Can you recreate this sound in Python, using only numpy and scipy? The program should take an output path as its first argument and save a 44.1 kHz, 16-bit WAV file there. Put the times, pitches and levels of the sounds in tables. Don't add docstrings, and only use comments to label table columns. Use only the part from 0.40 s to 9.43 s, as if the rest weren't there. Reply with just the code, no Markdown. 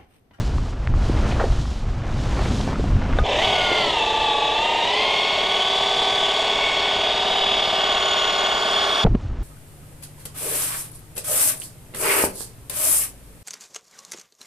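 import sys
import numpy as np
from scipy import signal
from scipy.fft import rfft, irfft, next_fast_len
from scipy.io import wavfile
from scipy.ndimage import uniform_filter1d, map_coordinates

SR = 44100
rng = np.random.default_rng(int(sys.argv[2]) if len(sys.argv) > 2 else 0)


def to_wav(sig):
    pcm = np.clip(np.atleast_2d(sig), -1, 1) * 32767
    pcm = np.round(pcm).astype(np.int16)
    wavfile.write(sys.argv[1], SR, pcm.T)


N = 398223
TIME, HZ = np.arange(N) / SR, np.fft.rfftfreq(N, 1 / SR)
TOW_START_S, TOW_END_S = 2.836, 8.643
CRUISE_HZ, DRUM_RATIO = 373, 20

# pitch_hz, level_db
WIND_COLOUR = [(8.8, -31), (15, 1.5), (43, 3), (85, -1), (128, -5.5), (173, -18), (247, -15.5),
               (400, -25.5), (520, -72), (880, -120)]
# start_s, end_s, boost_db
GUSTS = [(-0.1, 0.246, 5), (0.464, 1.236, 7), (1.684, 2.21, 5), (2.38, 2.596, 5.5), (2.688, 2.84, 8),
         (8.608, 8.752, 8)]

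def wind(level_db=-25.5, edge_s=0.013, after_tow_db=0.5):
    gust_db = sum(db / 2 * (np.tanh((TIME - start) / edge_s) - np.tanh((TIME - end) / edge_s))
                  for start, end, db in GUSTS)
    rumble = coloured(rng.standard_normal(N), read(WIND_COLOUR, HZ))
    buffeting = evened(np.tanh(0.27 * rumble))
    return gain_of(level_db + after_tow_db * (TIME > TOW_END_S) + gust_db + 1.4 * drift(12)) * buffeting


# middle_s, half_length_s, load_factor
SKI_TURNS = [(-0.05, 0.25, 0.72), (0.88, 0.35, 1.1), (2.06, 0.46, 1.1), (2.745, 0.26, 0.91)]
# pitch_hz, level_db
PACKING_COLOUR = [(90, 2.5), (190, 6.5), (350, 0.5), (700, -0.5), (1400, -7), (2800, -19), (6000, -57),
                  (12000, -82)]
# pitch_hz, level_db
SPRAY_COLOUR = [(600, 3), (1500, -0.5), (3000, -2), (4000, -8.5), (6000, -15), (12000, -48)]

def snow_crunch(packing_db=-39, spray_db=-51, after_tow_db=-3.5):
    load = sum(peak * np.exp(-abs((TIME - s) / half) ** 1.94) for s, half, peak in SKI_TURNS)
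    packing = coloured(rng.standard_normal(N) * gain_of(2 * drift(103)), read(PACKING_COLOUR, HZ))
    spray = coloured(rng.standard_normal(N) * gain_of(2 * drift(400)), read(SPRAY_COLOUR, HZ))
    snow = gain_of(packing_db + 9.5 * load) * packing + gain_of(spray_db + 11 * load) * spray
    return gain_of(after_tow_db * (TIME > TOW_END_S) + drift(5.6)) * snow


# time_s, level_db
HISS_LEVEL = [(0.0, -46.5), (0.32, -52), (0.35, -56.5), (0.54, -57), (0.55, -51.5), (0.68, -46),
              (1.22, -45), (1.63, -56.5), (1.67, -52), (1.88, -44), (2.24, -41.5), (2.27, -46), (2.62, -55),
              (2.77, -51)]
# pitch_hz, level_db
HISS_COLOUR = [(1500, -21), (3000, 1.5), (4200, 0), (5500, -2.5), (7000, -5.5), (9000, -13.5), (12000, -25),
               (14500, -42)]

def powder_hiss(boost_db=2.5, after_tow_db=-60):
    level_db = np.where(TIME > TOW_END_S, after_tow_db, curves(HISS_LEVEL)[0] + boost_db) + drift(17)
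    grains = rng.standard_normal(N) * gain_of(drift(400))
    return gain_of(level_db) * coloured(grains, read(HISS_COLOUR, HZ))


# start_s, level_db, pitch_hz, fade_s (time to fall 60 dB)
CLACKS = [(0.183, -18, 1110, .009), (0.4738, -9.5, 1900, 0.0027), (0.5395, -18, 1150, .008),
          (1.2555, -19, 1100, 0.0045), (2.277, -15.5, 720, .012), (2.441, -15, 700, 0.011),
          (2.62, -21, 1700, .008), (2.33, -16, 1000, .012), (2.358, -18, 1300, .01)]

def clacks():
    out, t = np.zeros(N), np.arange(SR // 4) / SR
    for s, db, hz, fade_s in CLACKS:
        add(out, s, gain_of(db - 60 * t / fade_s) * np.sin(2 * np.pi * hz * t))
    return out


# start_s, level_db, pitch_hz, fade_s
KNOCKS = [(.695, -9, 280, 0.043), (.815, -26, 1800, .025), (.864, -21, 700, 0.043),
          (.913, -23, 2300, 0.068), (.922, -15, 600, 0.045), (.992, -15, 577, 0.25),
          (1.039, -12, 513, 0.074), (.997, -17, 1150, .15), (2.056, -20, 1700, .02), (2.11, -11, 220, 0.14),
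          (2.21, -21, 3900, 0.025), (2.204, -13, 450, .035), (2.393, -9.5, 280, .05),
          (2.732, -16, 1200, 0.022), (2.787, -7, 452, 0.04), (3.04, -16, 275, 0.062),
          (3.315, -6, 369.2, 0.036), (3.465, -14, 317.8, 0.077), (8.648, -6.5, 400, .07),
          (8.664, -13.5, 1100, 0.019), (8.669, -11, 590, 0.034), (8.747, -6, 320, .04),
          (8.749, -19, 800, 0.023), (8.75, -27, 1900, 0.018)]

def knocks(trim_db=-5.5, spread=1.41):
    out, t = np.zeros(N), np.arange(SR // 4) / SR
    for s, db, hz, fade_s in KNOCKS:
        band = signal.butter(2, [hz / spread, hz * spread], "band", fs=SR)
        crunch = evened(signal.lfilter(*band, rng.standard_normal(len(t))))
        add(out, s, crunch * gain_of(db + trim_db - 60 * t / fade_s) * np.minimum(t / 0.001, 1))
    return out


def old_tracks(level_db=-28, middle_s=2.36, half_length_s=0.34, pitch_hz=184):
    band = 1 / (1 + (1.42 * np.log2((HZ + 1) / pitch_hz)) ** 4)
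    rumble = evened(filtered(rng.standard_normal(N), band))
    return gain_of(level_db) * hump(middle_s, half_length_s) * rumble


# start_s, level_db
POLE_HITS = [(2.7866, 0), (2.7914, -6)]
# pitch_hz, level_db, fade_s
POLE_NOTES = [(734, -15, .03), (1235, -24, 0.14), (1510, -12.5, 0.022), (3600, -19.5, 0.016)]

def pole():
    out, t = np.zeros(N), np.arange(SR // 4) / SR
    ring = sum(gain_of(db - 60 * t / fade_s) * np.sin(2 * np.pi * hz * t) for hz, db, fade_s in POLE_NOTES)
    for s, db in POLE_HITS:
        add(out, s, gain_of(db) * ring * np.minimum(t / 0.0006, 1))
    return out


# time_s, speed_hz
MOTOR_SPEED = [(2.84, 290), (2.93, 302), (2.965, 288), (3.0, 322), (3.045, 378.5), (3.27, 359.0),
               (3.39, 351.2), (3.61, 294.5), (3.72, 289.5), (3.8, 293.5), (3.94, 284.6), (4.12, 286.8),
               (4.25, 306.1), (4.42, 308.8), (4.65, 358.4), (5.32, 377.0), (5.62, 379.5), (6.25, 370.1),
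               (6.78, 373.3), (7.01, 379.3), (7.16, 375.4), (7.84, 365.7), (8.63, 373.2)]

def rope_tow(rattle_db=-21.5, db_per_octave=7.5, brighten_s=0.15, catch_s=0.031, sing_rise_s=0.07):
    age = np.maximum(TIME - TOW_START_S, 0)
    hz = curves(MOTOR_SPEED)[0]
    turns = np.cumsum(hz) / SR
    rattle = shifting_rattle(gear_rattle(turns), turns)
    dull = muffled(rattle, 8000)
    brightness = np.minimum(age / brighten_s, 1) ** 2
    effort_db = db_per_octave * np.log2(hz / CRUISE_HZ) - 10.5 * np.exp(-age / catch_s)
    rattle = gain_of(rattle_db + effort_db) * (dull + brightness * (rattle - dull))
    seated = np.minimum(age / sing_rise_s, 1)
    singing = gain_of(effort_db - 1) * soft_whine(hz, turns) + high_whine(turns) + gear_tones(hz, turns)
    return rattle + seated * singing + growl(turns, TOW_START_S + brighten_s / 2)


def growl(turns, middle_s, level_db=-28, half_length_s=0.11):
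    rough_tone = evened((.5 + drift(170)) * np.sin(2 * np.pi * 1.95 * turns))
    return gain_of(level_db) * hump(middle_s, half_length_s) * rough_tone


# times_motor_speed, boost_db
TOOTH_RATES = [(6, -3), (9, 3), (12, 6.5), (15, 7), (18, 6.5), (21, 7.5), (24, 10), (27, 7.5), (30, 4),
               (33, 8), (36, -12)]

def gear_rattle(turns, repeat_share=0.58, slack_turns=0.014, spread=0.15, size=4096):
    overtone = np.arange(size // 2 + 1)
    multiple = overtone / DRUM_RATIO
    boost_db = sum(db / (1 + ((multiple - k) / spread) ** 2) for k, db in TOOTH_RATES)
    boost_db -= 6 * (overtone % 2)
    phases = np.exp(2j * np.pi * rng.random((2, len(multiple))))
    flaws = irfft(gain_of(boost_db) * phases * (multiple < 45))
    shaken = turns + slack_turns * drift(70)
    position = shaken / DRUM_RATIO % 1 * size
    front, back = (map_coordinates(face, [position], order=3, mode="grid-wrap") for face in flaws)
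    lean = .8 * drift(0.59)
    repeating = evened(np.cos(lean) * front + np.sin(lean) * back)
    tooth_buzz = sum((gain_of(db) - 1) * drift(spread * CRUISE_HZ) * np.cos(2 * np.pi * k * turns)
                     for k, db in TOOTH_RATES)
    chatter = evened(rng.standard_normal(N) + 0.14 * tooth_buzz)
    pressure_db = 0.5 * throb(turns) + 0.5 * np.cos(2 * np.pi * turns / 4)
    shaking = np.sqrt(repeat_share) * repeating + np.sqrt(1 - repeat_share) * chatter
    shaking *= gain_of(pressure_db + 0.54 * drift(380))
    return coloured(patchy(shaking), housing_db(HZ))


def throb(turns, sharpness=0.9):
    push = np.exp(sharpness * np.cos(2 * np.pi * 2 * turns / DRUM_RATIO))
    return evened(push - push.mean())


def patchy(x, depth_db=1.48, full_depth_hz=3500):
    hz, _, spectra = signal.stft(x, SR, nperseg=512)
    patches = uniform_filter1d(rng.standard_normal(spectra.shape), size=4, axis=0)
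    patches = evened(uniform_filter1d(patches, size=20, axis=1))
    flicker_db = depth_db * np.minimum(hz / full_depth_hz, 1)[:, None] * patches
    return signal.istft(spectra * gain_of(flicker_db), SR, nperseg=512)[1][:N]


# pitch_hz, level_db
HOUSING_COLOUR = [(100, -18.5), (260, -9), (520, -8.5), (720, 3.5), (1000, 0), (1400, -11.5), (1750, -7.5),
                  (2400, -6.5), (3100, -2.5), (4100, -14), (5500, -20.5), (8000, -30), (11000, -44),
                  (15000, -60.5)]
# pitch_hz, width_hz, boost_db
HOUSING_RINGS = [(417.6, 48, 11.5), (588, 108, 6.5), (3493, 510, 8.5), (4110, 250, 2), (6750, 1400, 3),
                 (13000, 860, 7)]

def housing_db(hz):
    return read(HOUSING_COLOUR, hz) + ringing_db(HOUSING_RINGS, hz)


# time_s, body_db, hollow_db, rasp_db, treble_db
RATTLE_BANDS = [(2.85, 7, -5, 3, 8), (2.95, 2.5, -2, 5, 6), (3.15, 0.5, -4, 3, 4), (4.0, 1, -7, -4, 2.5),
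                (4.6, 1.5, -6, 5.5, 2.5), (5.2, -2.5, -3, -0.5, 3), (5.9, -1.5, -3, -1, 4.5),
                (7.0, 0, 1.5, 4, -3), (7.7, 0.5, 3, 4.5, -2.5), (8.5, 1, 5.5, 2, 1.5)]

def shifting_rattle(rattle, turns, surge_db=1, chug_db=1.3):
    body, treble = muffled(rattle, 1150, steepness=8), rattle - muffled(rattle, 7500)
    hollow = moving_band(rattle, 4.1 * turns, width_hz=480)
    rasp = moving_band(rattle, 7.5 * turns, width_hz=600)
    for db, band in zip(curves(RATTLE_BANDS), (body, hollow, rasp, treble)):
        rattle = rattle + (gain_of(db) - 1) * band
    ringing = moving_band(rattle, 2920 * TIME, width_hz=1000)
    surge = gain_of(surge_db * hump(middle_s=3.06, half_length_s=0.1))
    drum = 2 * np.pi * turns / DRUM_RATIO
    chug = gain_of(chug_db * (np.cos(drum) + np.cos(2 * drum)))
    return rattle + (surge - 1) * ringing + (chug - 1) * body


# times_motor_speed, level_db
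SOFT_TONES = [(1.05, -39.5), (1.15, -41.5), (1.25, -41), (1.75, -37), (1.8, -44.5), (2.15, -43.5),
              (2.45, -41.5), (3.2, -46)]

def soft_whine(hz, turns, waver_db=2.5, jitter_turns=0.0022):
    shaky, out = turns + jitter_turns * drift(23.5), np.zeros(N)
    for multiple, db in SOFT_TONES:
        swell_db = housing_db(multiple * hz[::64]) - housing_db(multiple * CRUISE_HZ)
        level_db = db + np.interp(TIME, TIME[::64], swell_db) + waver_db * drift(10)
        out += gain_of(level_db) * np.sin(2 * np.pi * (multiple * shaky + rng.random()))
    return np.sqrt(2) * out


# times_motor_speed, flutter_share (0-1), level_db, flutter_hz
GEAR_TONES = [(1.6, .1, -46, 60), (2, .08, -38, 40), (3, .14, -35.7, 60), (4, .08, -43, 60),
              (5.85, .9, -49.5, 110), (6, .2, -44, 50), (6.65, .2, -52, 50), (8.05, .4, -54, 50),
              (9.05, .48, -36.6, 65), (10, .1, -44, 50), (12, .8, -46.5, 100), (12.4, .4, -58, 60),
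              (13.3, .08, -47.5, 60)]
# pitch_hz, width_hz, boost_db
SINGING_PITCHES = [(460, 50, 11), (730, 60, 1), (890, 190, 11), (1450, 100, 5.5), (2090, 260, 14),
                   (2740, 260, 5), (3440, 330, 8), (3800, 200, 10), (4580, 400, 6.5)]
# middle_s, half_length_s, times_motor_speed, boost_db
TONE_SWELLS = [(2.995, .04, 6, 4.5), (2.99, .04, 2, 8), (3.6, .06, 9.05, 3), (2.87, .08, 9.05, -8),
               (2.94, .035, 10, 11), (2.985, .04, 12, 4), (2.98, .04, 8.05, 10), (2.85, .06, 12, -8),
               (2.85, .05, 10, -5), (2.88, .14, 13.3, -10), (2.9, .18, 4, -9), (2.89, .12, 3, -14),
               (2.855, .02, 8.05, 14), (3.2, .2, 3, -5), (4.3, 1.0, 8.05, 7), (3.98, .18, 12.4, 11),
               (3.66, .09, 12.4, 8), (4.0, .12, 12, 4), (3.45, .12, 13.3, 3), (3.5, .06, 12, -5),
               (5.6, .6, 10, -3.5), (3.15, .25, 2, 5), (3.25, .25, 6, 4), (3.3, .18, 4, 6),
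               (3.95, .45, 4, 10), (3.95, .35, 12, 3), (3.9, .4, 12.4, 6), (3.95, .25, 9.05, -2.5),
               (3.95, .35, 2, -4), (3.7, .7, 13.3, 4), (4.6, .15, 13.3, 3), (4.7, .3, 4, -7),
               (4.85, .35, 6, 4.5), (4.8, .3, 12, 5), (4.9, .3, 10, 3), (5.5, .6, 9.05, 2.8),
               (5.7, .25, 2, 3), (6.26, .1, 6, 12), (5.45, .25, 6, -4), (6.8, .4, 2, 4.5),
               (6.95, .4, 3, -8), (6.9, .35, 10, 2), (7.1, .25, 4, -6), (7.0, .25, 6, 3), (8.0, .6, 4, 3),
               (8.0, .7, 3, 3.5), (8.0, .7, 10, -4), (7.95, .45, 9.05, 3), (4.35, .2, 8.05, 4),
               (4.3, .15, 9.05, 2.5), (6.45, .08, 6, 5), (6.8, .3, 6, -4)]

def gear_tones(hz, turns, looseness=0.6, labour_flutter=0.6, throb_db=1.1):
    out, drum, speed = np.zeros(N), turns[::32] / DRUM_RATIO, np.minimum(hz / CRUISE_HZ, 1)
    steps = np.arange(-6, 7)
    heights = np.exp(-abs(steps) / 3.1) * np.where(steps % 2, .3, 1) * (steps != 0)
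    for multiple, share, db, flutter_hz in GEAR_TONES:
        side_tones = np.exp(2j * np.pi * (np.outer(steps, drum) + rng.random((len(steps), 1)) - .5))
        wheels = np.interp(TIME, TIME[::32], heights @ side_tones / np.linalg.norm(heights))
        play = looseness * (drift(flutter_hz) + 1j * drift(flutter_hz)) / np.sqrt(2)
        unsteady = share + (1 - share) * labour_flutter * (1 - speed)
        flutter = np.sqrt(1 - unsteady) + np.sqrt(unsteady / (1 + looseness ** 2)) * (wheels + play)
        swell_db = sum(boost * hump(s, half) for s, half, k, boost in TONE_SWELLS if k == multiple)
        level_db = db + ringing_db(SINGING_PITCHES, multiple * hz) + swell_db + 0.5 * drift(3)
        level_db += throb_db * share * throb(turns) * speed ** 4
        tone = np.exp(2j * np.pi * (multiple * turns + rng.random()))
        out += gain_of(level_db) * (flutter * tone).real
    return np.sqrt(2) * out


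# time_s, level_db
HIGH_WHINE_LEVEL = [(3.0, -58), (4.7, -69), (6.0, -45), (7.1, -59), (7.7, -41.5), (8.2, -47), (8.6, -53)]

def high_whine(turns, multiple=18.2, width_hz=230, throb_db=5):
    fuzz = ((drift(width_hz) + 1j * drift(width_hz)) * np.exp(2j * np.pi * multiple * turns)).real
    pulse = gain_of(throb_db * np.cos(2 * np.pi * turns / 10))
    return gain_of(curves(HIGH_WHINE_LEVEL)[0]) * evened(fuzz * pulse)


# time_s, level_db
GLIDE_LEVEL = [(2.85, -31.5), (3.05, -32), (3.4, -36.5), (3.7, -39), (4.6, -45.5), (6.4, -43), (8.6, -46.5)]
# pitch_hz, level_db
GLIDE_COLOUR = [(20, 1), (50, -0.5), (100, -2.5), (200, -10.5), (400, -9), (1000, -25), (5000, -99)]

def glide(lumpy_db=1.5):
    rumble = coloured(rng.standard_normal(N), read(GLIDE_COLOUR, HZ))
    return gain_of(curves(GLIDE_LEVEL)[0] + lumpy_db * drift(15)) * rumble


# time_s, width_share (0-1)
STEREO_WIDTH = [(6.35, 0), (6.7, 0.15), (7, 0.28), (7.6, 0.34), (8.2, 0.43)]
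# pitch_hz, likeness_share (0-1)
MIC_LIKENESS = [(60, 0.78), (130, 1), (290, 0.4), (630, 1), (1380, 0.37), (3010, 1), (6590, 0.39),
                (14400, 0.27)]
# pitch_hz, boost_db
MIC_COLOUR = [(800, -5), (1400, 8), (2300, -5), (3400, 1.5), (5500, 8), (6700, 4), (7800, 6), (13000, 19)]
# pitch_hz, left_minus_right_db
MIC_BALANCE = [(60, -1), (99, 8), (160, -5), (270, 1), (440, 1), (730, 0), (1190, 0), (1960, 0),
               (3230, 5.5), (5320, -2.5), (8760, 2), (14400, -4)]
# pitch_hz, lead_radians
MIC_LEAD = [(0, 9.5), (2150, -2.5), (2500, 3.5), (4570, -2.1), (5860, -0.6), (7750, -2.5), (8270, 0.5),
            (11500, -3), (12900, 6), (13300, 2), (13500, 3), (14600, -0.1)]

def microphone_openings(tow, echo_s=0.0068):
    t = np.arange(SR // 20) / SR
    echoes = rng.standard_normal(len(t)) * np.exp(-t / echo_s)
    scatter = signal.oaconvolve(tow, echoes / np.linalg.norm(echoes))[:N]
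    alike, colour = read(MIC_LIKENESS, HZ), gain_of(read(MIC_COLOUR, HZ))
    direct = filtered(tow, colour * np.sqrt((1 + alike) / 2))
    apart = filtered(scatter, colour * np.sqrt((1 - alike) / 2))
    leftward = gain_of(read(MIC_BALANCE, HZ) / 2) * np.exp(.5j * read(MIC_LEAD, HZ))
    pair = np.array([filtered(direct + apart, leftward), filtered(direct - apart, 1 / leftward)])
    return tow + curves(STEREO_WIDTH)[0] * (pair - tow)


# start_s, level_db, pitch_hz, length_s
AIR_THUMPS = [(8.646, -5.5, 171, 0.015), (8.743, -10, 218, 0.015)]

def air_thumps():
    out, t = np.zeros(N), np.arange(SR // 4) / SR
    for s, db, hz, length_s in AIR_THUMPS:
        swell = np.sin(np.pi * np.minimum(t / length_s, 1))
        add(out, s, gain_of(db) * swell * np.sin(2 * np.pi * hz * t))
    return out


def gain_of(db):
    return 10 ** (np.asarray(db) / 20)


def evened(x):
    return x / np.sqrt(np.mean(x ** 2) + 1e-20)


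def read(points, hz):
    pitches, values = np.transpose(points)
    return np.interp(np.log(hz + 1), np.log(pitches + 1), values)


def curves(rows):
    times, *columns = np.transpose(rows)
    return [np.interp(TIME, times, column) for column in columns]


def hump(middle_s, half_length_s):
    return np.exp(-((TIME - middle_s) / half_length_s) ** 2)


def drift(hz, step=20):
    coarse = TIME[::step]
    smoothing = np.exp(-(np.fft.rfftfreq(len(coarse), step / SR) / hz) ** 2)
    wobble = irfft(rfft(rng.standard_normal(len(coarse))) * smoothing, len(coarse))
    return np.interp(TIME, coarse, evened(wobble))


def add(mix, start_s, sound):
    part = mix[round(start_s * SR):][:len(sound)]
    part += sound[:len(part)]


def filtered(x, response):
    size = next_fast_len(N)
    return irfft(rfft(x, size) * np.interp(np.fft.rfftfreq(size, 1 / SR), HZ, response), size)[..., :N]


def coloured(x, db):
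    return evened(filtered(x, gain_of(db)))


def muffled(x, top_hz, steepness=4):
    return filtered(x, 1 / (1 + (HZ / top_hz) ** steepness))


def moving_band(x, cycles, width_hz):
    spin = np.exp(2j * np.pi * cycles)
    smoothing = signal.butter(2, width_hz / 2, fs=SR, output="sos")
    return 2 * (spin * signal.sosfiltfilt(smoothing, x / spin)).real


def ringing_db(rings, hz):
    return sum(db / (1 + (2 * (hz - pitch) / width) ** 2) for pitch, width, db in rings)


def scene():
    towing = uniform_filter1d(1. * ((TIME > TOW_START_S) & (TIME < TOW_END_S)), size=64)
    tow = microphone_openings(rope_tow()) + glide()
    descent = wind() + snow_crunch() + powder_hiss() + old_tracks()
    soften = signal.butter(4, 5500, fs=SR, output="sos")
    hits = signal.sosfilt(soften, clacks() + knocks() + pole() + air_thumps())
    return towing * tow + (1 - towing) * descent + hits


def record(dry, ceiling=0.47, top_hz=15100):
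    rounded = dry / (1 + (dry / ceiling) ** 8) ** (1 / 8)
    treble_cut = signal.firwin(511, top_hz, window=("kaiser", 9), fs=SR)
    return signal.oaconvolve(rounded, treble_cut[None], "same")


dry = scene()
out = record(dry)
to_wav(out)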